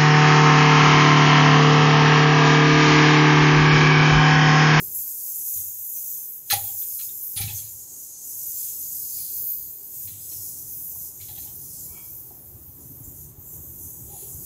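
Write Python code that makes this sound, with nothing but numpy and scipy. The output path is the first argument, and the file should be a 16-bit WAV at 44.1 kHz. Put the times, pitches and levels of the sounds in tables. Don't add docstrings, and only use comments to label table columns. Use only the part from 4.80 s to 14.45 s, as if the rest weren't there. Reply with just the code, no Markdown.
import sys
import numpy as np
from scipy import signal
from scipy.fft import rfft, irfft, next_fast_len
from scipy.io import wavfile
from scipy.ndimage import uniform_filter1d, map_coordinates

SR = 44100
rng = np.random.default_rng(int(sys.argv[2]) if len(sys.argv) > 2 else 0)


def bounce(signal):
    frames = np.transpose(np.atleast_2d(signal))
    limited = np.clip(frames, -1, 1)
    pcm = np.round(limited * 32767).astype(np.int16)
    wavfile.write(sys.argv[1], SR, pcm)


def makeup_ratio(level_db):
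    decades = np.asarray(level_db, float) / 20
    return 10 ** decades


N = 425565

# f/Hz, width/Hz, level/dB
TUBE_MODES = [(1340, 36, -9.5), (1698, 39, -12), (1783, 22, -10.5), (1993, 36, -6.5), (2340, 30, -7),
              (2503, 39, -7), (2700, 37, -9), (3030, 25, -15), (3340, 53, -2), (3940, 43, -6.5),
              (4200, 27, -12), (4950, 34, -6), (5560, 56, -15), (6480, 57, -1)]
# f/Hz, level/dB
SCRAPE_COLOUR = [(710, -17), (1200, -27), (1360, -34), (1550, -11), (1770, -4), (2140, -1.5), (4040, 8),
                 (5330, 1), (13000, 1), (15600, -32)]


def unit(x):
    return x / np.sqrt(np.mean(x ** 2) + 1e-20)


def along(points, hz):
    f, value = np.transpose(points)
    return np.interp(np.log(hz + 1), np.log(f + 1), value)


def curves(rows):
    s, *columns = np.transpose(rows)
    return [np.interp(np.arange(N) / SR, s, column) for column in columns]


def bells(rows):
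    t = np.arange(0, N + 64, 64) / SR
    total = sum(high * np.exp(-((t - s) / half) ** 2) for s, high, half in rows)
    return np.interp(np.arange(N) / SR, t, total)


def wobble(rate):
    knots = rng.standard_normal(int(N * rate / SR) + 4)
    return map_coordinates(knots, [np.arange(N) * rate / SR])


def filtered(x, response):
    m = next_fast_len(N + SR // 2)
    return irfft(rfft(x, m) * response(np.fft.rfftfreq(m, 1 / SR)), m)[..., :N]


def resonance(f, hz, width):
    return 1j * f * width / (hz * hz - f * f + 1j * f * width)


def chord(f, peaks, spread_db):
    total = 0
    for k, (hz, width, level_db) in enumerate(peaks):
        strength = makeup_ratio(level_db + rng.normal(0, spread_db))
        total = total + (-1) ** k * strength * resonance(f, hz, width)
    return total


def patchy(patch_db):
    z = signal.stft(rng.standard_normal(N + 512), nperseg=512)[2]
    field = uniform_filter1d(rng.standard_normal(z.shape), size=5, axis=0)
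    field = uniform_filter1d(field, size=12, axis=1)
    return unit(signal.istft(z * makeup_ratio(patch_db * unit(field)), nperseg=512)[1][:N])


def puff(t, colour, attack, t60):
    hiss = irfft(rfft(rng.standard_normal(len(t))) * colour, len(t))
    hiss = hiss * makeup_ratio(-60 * t / t60) * (1 - np.exp(-t / attack))
    return hiss / abs(hiss).max()


def gliding(x, hz, width):
    f, t, z = signal.stft(x, SR, nperseg=512)
    centre = hz[np.minimum((t * SR).astype(int), N - 1)]
    lift = makeup_ratio(-13) + abs(resonance(f[:, None], centre, width)) ** 2
    return signal.istft(z * lift, SR, nperseg=512)[1][:N]


def struck(at, db, modes, own_hz, free, attack, t60):
    out, t = np.zeros(N + SR), np.arange(SR // 2) / SR
    for s, level_db, hz, share in np.broadcast(at, db, own_hz, free):
        ring = np.zeros(len(t))
        for f, mode_db, life in [*modes, (hz, 0, t60)]:
            fade_db = 60 * t / (share * life)
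            ring += makeup_ratio(mode_db + rng.normal(0, 1.0) - fade_db) * np.sin(2 * np.pi * f * t)
        ring = ring * (1 - np.exp(-t / attack))
        out[round(s * SR):][:len(t)] += makeup_ratio(level_db) * ring / abs(ring).max()
    return out[:N]


def nook(x):
    # f/Hz, t60/s
    gap_decay = [(100, 0.76), (1000, 0.31), (5000, 0.083), (15000, 0.14)]
    hz, t, z = signal.stft(rng.standard_normal(SR // 3), SR, nperseg=256)
    fade_db = -60 * t / along(gap_decay, hz)[:, None]
    tail = signal.istft(z * makeup_ratio(fade_db), SR, nperseg=256)[1]
    return signal.fftconvolve(x, tail / np.linalg.norm(tail))[:N]


def walls(x):
    # delay/s, level/dB
    surfaces = [(.00117, -13), (.00231, -11), (.00373, -11), (.00519, -12), (.00691, -13), (.00929, -15)]

    def echoes(reach):
        return filtered(x, lambda f: sum(makeup_ratio(db) * np.exp(-2j * np.pi * f * s * reach) for s, db in surfaces))

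    turn = np.pi / 4 * (1 + np.tanh(2 * wobble(1.2)))
    return x + np.cos(turn) * echoes(1) + np.sin(turn) * echoes(1.137)


def shop():
    # t/s, rumble level/dB
    activity = [(0, -51), (.25, -68), (1.5, -65.5), (3.3, -62.5), (4.55, -57.5), (5.05, -63.5), (5.5, -57),
                (6.2, -57), (6.7, -50), (7.2, -51), (7.6, -52.5), (8.6, -48.5), (9.65, -47)]
    # f/Hz, level/dB
    rumble_colour = [(21, -46), (35, -11), (70, -1.5), (113, -1), (166, -5.5), (216, -14.5), (281, -14),
                     (346, -13), (377, -14), (412, -40), (480, -26), (620, -66), (1060, -120)]
    # f/Hz, level/dB
    murmur_colour = [(100, -55), (170, -5), (316, -1), (352, 1.5), (388, -2.5), (436, 1), (456, -11.5),
                     (546, -7), (670, -10), (821, -11.5), (1180, -15), (2200, -28), (2860, -59),
                     (4840, -120)]
    # f/Hz, width/Hz, level/dB
    room_modes = [(280, 3.2, -1.5), (396, 11, -5), (546, 21, 0.5), (737, 11.5, 3), (839, 30, 0.5),
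                  (973, 17, 0.5), (82.6, 2.9, 4.5), (114, 12, -11), (148.3, 5.7, 1)]

    def room_sound(patch_db, colour):
        def response(f):
            standing = 1 + sum(abs(resonance(f, hz, w)) ** 2 * makeup_ratio(db) for hz, w, db in room_modes)
            return standing * makeup_ratio(along(colour, f))
        return unit(filtered(patchy(patch_db), response))

    rumble_db, = curves(activity)
    murmur_db = -62.5 + 0.36 * (rumble_db + 57.5)
    rumble = makeup_ratio(rumble_db + 2.06 * wobble(8)) * room_sound(1.0, rumble_colour)
    murmur = makeup_ratio(murmur_db + 1.3 * wobble(11.0)) * room_sound(0.67, murmur_colour)
    return rumble + murmur


def thuds():
    # t/s, peak level/dB, f/Hz
    pushes = [(.003, -39, 160), (5.515, -51, 312), (8.11, -46, 282), (8.201, -45, 280), (6.923, -66, 91),
              (7.886, -40.5, 104), (7.954, -46, 89), (8.052, -40, 129), (8.099, -39, 140), (8.273, -38, 80),
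              (8.454, -47, 81.5), (8.582, -39.5, 91), (8.871, -44, 75), (9.201, -42, 147), (9.545, -36, 80)]
    s, db, hz = np.transpose(pushes)
    floor_mode = (271.5, -15.5, 0.091)  # Hz, dB, t60 s
    return struck(s, db, [floor_mode], hz, 0.96, attack=0.0055, t60=0.069)


def cabinet():
    # t/s, peak level/dB, low-mode level/dB, loudest mode f/Hz, share of the free ring time
    knocks = [(0.019, -67, 24, 940, 0.52), (1.7265, -20, -22, 795, 0.9), (1.741, -35, -29, 720, 0.6),
              (2.575, -46, -27, 780, 0.25), (2.599, -40, -8, 789, 0.89), (2.689, -47, -5, 864, 1),
              (6.489, -50.5, -13, 846, 0.96), (6.575, -52, -21, 790, 0.63), (6.653, -54.5, -18, 840, 1),
              (9.298, -50, -5, 814, 1), (9.33, -45, -1.5, 815, 1), (9.355, -44.5, -14, 790, 0.55),
              (9.425, -56, 14, 820, 0.78)]
    taps = [
        (5.52, -57, 4, 1030, 0.2),
        (6.131, -56, -3, 770, 0.4),
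        (6.155, -50.5, -14, 1030, 0.18),
        (7.507, -48, -1, 745, 0.3),
    ]
    # f/Hz, level/dB, t60/s
    panel_modes = [(727, -7, 0.28), (812, -2, 0.22), (554.7, -11.5, 0.13)]
    # t/s, peak level/dB, loudest mode f/Hz
    bumps = [(0.004, -48, 139), (0.05, -60, 106), (0.759, -44, 94), (1.726, -31.5, 104), (1.767, -45, 124),
             (2.563, -34.5, 107), (2.604, -26.5, 107), (2.641, -25.5, 102.3), (2.677, -28, 111),
             (5.244, -43.5, 103), (5.319, -45.5, 102.5), (5.381, -59, 116), (5.561, -43.5, 98),
             (6.402, -43, 100.5), (6.485, -45, 92.5), (6.619, -44, 86.1), (7.315, -46, 79)]
    # f/Hz, level/dB, t60/s
    boom_modes = [(75, -15, 0.44), (97.5, -3.5, 0.55), (124, -8.5, 0.88), (160, -17, 0.33)]
    s, db, low_db, hz, free = np.transpose([*knocks, *taps])
    panel = struck(s, db + 0.5, panel_modes, hz, free, attack=0.0047, t60=0.16)
    low = struck(s, db + low_db, [(343, -20, 0.094)], 382.0, free, attack=0.0032, t60=0.16)
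    s, db, hz = np.transpose(bumps)
    boom = struck(s, db, boom_modes, hz, 0.57, attack=0.0049, t60=0.5)
    return panel + low + boom


def tubing():
    # t/s, peak level/dB, loudest mode f/Hz, crunch level/dB
    rattles = [(0.767, -50, 3660, 9.5), (1.7015, -16.5, 1740, 6.5), (1.7022, -24, 5050, -7),
               (1.7102, -12.5, 4100, -7), (1.7122, -18, 1340, -4), (1.72, -11, 4040, 3.5),
               (1.724, -16.5, 2520, -4), (1.733, -21, 1960, 1), (1.7438, -26, 3870, 0),
               (1.7597, -33, 3960, -8), (2.019, -45.5, 3500, 8), (2.1914, -33.5, 4110, 3),
               (2.2084, -41, 2590, -1), (2.289, -42, 3670, -1), (2.562, -31, 4830, 5),
               (2.573, -23.5, 3380, 4), (2.586, -33, 2340, 3), (2.6121, -27.5, 2310, 6),
               (2.6167, -25.5, 3900, 3), (2.628, -34, 5300, 0), (2.65, -33, 3930, 0),
               (2.677, -28.5, 2570, 2), (2.701, -33, 3400, 6), (2.782, -39, 4380, -8),
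               (4.385, -49, 2330, -4), (5.275, -42, 2350, 5), (5.283, -40.5, 3980, -1),
               (5.33, -47, 3200, 0), (5.516, -43, 4200, 5), (6.402, -42, 2230, -3), (6.412, -39, 4150, 4.5),
               (6.483, -37, 3980, -1), (6.5543, -42.5, 3280, 5), (6.575, -36, 3900, -2),
               (6.627, -44, 3900, 4), (6.6707, -46, 3100, 5), (9.305, -55, 4900, 6), (9.351, -55, 3100, 3),
               (9.42, -52, 2700, 6)]
    out, t = np.zeros(N + SR), np.arange(SR // 3) / SR
    f = np.fft.rfftfreq(len(t), 1 / SR)
    for s, db, hz, crunch_db in rattles:
        t60 = max(0.19 - 0.0028 * (db + 35.0), .03)
        modes = chord(f, TUBE_MODES, spread_db=3.0) + makeup_ratio(7.5) * resonance(f, hz, 57)
        scrape = puff(t, 1, 0.00066, 0.61 * t60)
        ring = irfft(rfft(scrape) * modes, len(t))
        crunch = puff(t, makeup_ratio(along(SCRAPE_COLOUR, f)), 0.00084, 1.35 * t60)
        rattle = ring / abs(ring).max() + makeup_ratio(crunch_db) * crunch
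        out[round((s - .0015) * SR):][:len(t)] += makeup_ratio(db - 5.5) * rattle
    return out[:N]


def drags():
    slides = [
        (1.702, -52, 0.011),
        (1.824, -51.5, 0.1),
        (2.802, -56, 0.098),
        (3.855, -60.5, 0.14),
        (4.46, -62, 0.11),
        (6.53, -61, .12),
        (5.4, -63, 0.22),
        (9.397, -62, 0.11),
    ]

    def response(f):
        scrape = makeup_ratio(along(SCRAPE_COLOUR, f) - 8.5) * (f < 5500)
        return chord(f, TUBE_MODES, spread_db=3.0) + scrape

    hum = unit(filtered(patchy(patch_db=2.0), response))
    return hum * bells((s, makeup_ratio(db), half) for s, db, half in slides)


def squeak():
    # f/Hz, width/Hz, level/dB
    slip_modes = [(950, 92, -4), (1365, 70, -5), (2304, 55, 2), (3260, 50, -5)]
    slip = unit(filtered(rng.standard_normal(N), lambda f: chord(f, slip_modes, spread_db=0)))
    t = np.arange(N) / SR - 7.175
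    swell_db = np.minimum(220 * t, -130 * t)
    return makeup_ratio(-54 + swell_db) * slip


def hand():
    # t/s, pressure/dB, bubble coarseness/dB, wetness/dB, pitch of the coarse bubbles f/Hz
    drift = [(0, 1.7, -4, 1, 5300), (.88, 4.5, 0.5, -2, 5900), (1.75, 4, -3, -2, 5240),
             (2.63, 3, -0.6, 0.9, 5400), (3.51, 2, 1.2, -2.5, 5230), (4.1, 2, 1.3, 0, 5400),
             (4.42, 3.5, -1.7, 3.5, 4870), (4.95, 1.5, -3.5, 3, 4400), (5.3, 3, -1, -3, 5270),
             (5.6, 1.6, 0, 3, 5800), (6.14, 0.8, 2, 2.5, 5830), (7.02, -0.3, 0.2, 4.5, 5520),
             (7.9, -8.5, -2, 5, 5300), (8.77, -5, 1.5, -7, 5700), (9.3, -2.5, 3, -8, 5650),
             (9.65, -1.5, 1, -1, 5050)]
    # middle t/s, pressure/dB, half length/s, coarseness/dB
    grips = [(0.122, -1, 0.028, 1.5), (0.22, 2, 0.049, -2), (0.733, 1.5, 0.1, -2), (1.003, -3, 0.18, -2.5),
             (1.545, -5.5, 0.13, -0.5), (1.647, -6, 0.059, 5), (2.363, -2, 0.046, 1),
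             (2.48, -2, 0.13, -2.5), (2.786, 4.5, 0.027, 0), (3.03, -4.5, 0.28, 3.1),
             (3.084, -1, 0.11, 4.5), (3.367, -4.5, 0.09, 9), (3.837, 2.5, 0.18, -1), (4.68, 1, 0.13, -5),
             (4.986, -5.5, 0.19, 2.5), (5.367, -5, 0.082, 2), (5.825, -2.0, 0.1, 0.8),
             (6.058, -0.8, 0.16, -5), (6.36, -4, 0.068, 0.5), (6.542, -2, 0.099, -2.5),
             (6.777, -3, 0.1, -0.5), (7.142, -2.5, 0.073, 0), (7.37, 0.7, 0.11, -3),
             (7.593, -2.5, 0.19, -1), (8.044, 1, 0.055, 4), (8.33, 0, 0.06, -0.5), (8.43, 2, 0.12, 3),
             (8.56, -6, 0.091, 2), (8.7, 2, 0.12, -3), (9.06, 3, 0.088, -1)]
    press_db, coarse_db, wet_db, coarse_hz = curves(drift)
    s, grip_db, half, size_db = np.transpose(grips)
    press_db = press_db + bells(zip(s, grip_db, half))
    coarse_db = coarse_db + bells(zip(s, size_db, half))
    return press_db, coarse_db, wet_db, coarse_hz


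def tube_hum():
    # f/Hz, width/Hz, level/dB
    wet_modes = [(2750, 350, -3), (3200, 250, 0), (3650, 300, -2)]
    hum = unit(filtered(rng.standard_normal(N), lambda f: chord(f, wet_modes, spread_db=0)))
    press_db = hand()[0]
    return makeup_ratio(-75 + 1.2 * press_db) * hum


def squirts():
    # t/s, peak level/dB, centre f/Hz, t60/s, attack/s
    spurts = [(.1455, -22, 13200, 0.45, .0005), (.1455, -25, 10800, .3, .0005),
              (0.145, -32, 7400, 0.64, .001), (.735, -27.5, 6800, 0.13, .004),
              (1.706, -13, 13400, .06, .001), (1.712, -14.5, 10300, 0.3, .001),
              (1.718, -24, 6300, 0.18, .001), (1.735, -9.5, 13700, 0.043, .001),
              (2.565, -18.5, 10250, 0.3, .001), (2.6, -21, 13000, 0.22, 0.00092),
              (2.61, -35, 6300, 0.12, .002), (2.745, -31, 6300, 0.3, .004), (4.301, -42, 4700, 1, .03),
              (5.48, -38.5, 5600, 1, 0.044), (7.6, -42, 11000, .1, .001), (7.853, -34, 14400, .3, .002),
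              (8.0, -48, 7000, .4, .002), (8.0, -43, 10300, .4, .002), (8.238, -40, 7250, .5, .002),
              (8.238, -43, 10800, .5, .002), (8.595, -37, 13600, .3, .002), (8.66, -41, 7400, 0.6, .01),
              (9.04, -43, 9000, .3, .002), (9.301, -36, 10200, 1, .02), (9.38, -36, 10100, 1, .01)]
    out, t = np.zeros(N + SR), np.arange(SR // 2) / SR
    f = np.fft.rfftfreq(len(t), 1 / SR)
    for s, db, hz, t60, attack in spurts:
        colour = resonance(f, hz, 0.2 * hz) ** 3
        out[round(s * SR):][:len(t)] += makeup_ratio(db) * puff(t, colour, max(attack, 1 / SR), t60)
    return out[:N]


def foam():
    # low f/Hz, high f/Hz
    size_ranges = [
        (12600, 20100),
        (8560, 12840),
        (6000, 8470),
        (4150, 6100),
    ]
    # rest level/dB, then dB per dB of pressure, of coarseness, of wetness
    size_levels = [
        (-35.5, 1, -0.76, 0),
        (-40, 1.37, 0.13, 0.067),
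        (-44.5, 1.54, 0.82, 0.089),
        (-57.5, 1.94, 0.97, 1.28),
    ]
    # f/Hz, level/dB
    foam_colour = [(880, -71), (1500, 19), (2520, -24), (3190, -1), (3840, -18), (4490, -18.5),
                   (5690, -19.5), (5970, -16), (6330, -13), (9190, -16.5), (10500, -10), (12500, -10.5),
                   (13500, -10), (14300, -11.5), (15600, -14.5)]
    # t/s, pitch f/Hz, level over the fizz/dB
    singing = [(0, 13000, 2), (.32, 13300, 1), (.45, 13900, 2), (.8, 13700, 2), (1.4, 13700, 2),
               (3.2, 13500, 0), (3.4, 13000, 0), (3.6, 13700, 1), (4.16, 13500, 2), (4.7, 14000, 2),
               (5.35, 13400, -2), (6.02, 14000, 2), (6.5, 13500, -2), (6.8, 14000, -3), (8.14, 14100, 0),
               (8.44, 13500, -1), (8.6, 14000, 0), (9.3, 13400, -2)]
    *controls, coarse_hz = hand()
    out = np.zeros(N)
    surge_db = 0.4 * wobble(5.2) + 0.61 * wobble(25)
    last = len(size_ranges) - 1
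    for k, (low_hz, high_hz) in enumerate(size_ranges):
        rest_db, *follows = size_levels[k]
        level_db = rest_db + np.dot(follows, controls)
        burst = rng.random(N) < 4000 / SR
        pop_db = 2.2 * np.minimum(rng.exponential(size=N), 4)
        pops = burst * rng.standard_normal(N) * makeup_ratio(pop_db)
        films = 0.61 * unit(pops) + patchy(patch_db=2.5)

        def response(f):
            low_edge = 1 + (low_hz / (f + 1)) ** 26
            high_edge = 1 + (f / high_hz) ** 26
            return makeup_ratio(along(foam_colour, f)) / np.sqrt(low_edge * high_edge)

        ring = filtered(films, response)
        if k == 0:
            ridge_hz, ridge_db = curves(singing)
            ring = ring + makeup_ratio(ridge_db) * gliding(ring, ridge_hz, width=1300)
        if k == last:
            ring = gliding(ring, coarse_hz, width=1520)
        out += makeup_ratio(level_db + surge_db + 0.5 * wobble(14)) * unit(ring)
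    out = walls(out)
    return out + makeup_ratio(-13) * nook(out)


def scene():
    far = shop() + thuds()
    near = cabinet() + tubing() + drags() + squeak() + squirts()
    mono = far + near + makeup_ratio(-10) * nook(near) + tube_hum() + makeup_ratio(-2.5) * foam()
    return np.array([mono, mono])


def low_pass(x):
    return signal.sosfilt(signal.butter(12, 17100, fs=SR, output="sos"), x)


def record(dry):
    hiss = makeup_ratio(-65.5) * rng.standard_normal(N)
    mix = filtered(dry + hiss, lambda f: f < 15730)
    return low_pass(mix)


dry = scene()
out = record(dry)
bounce(out)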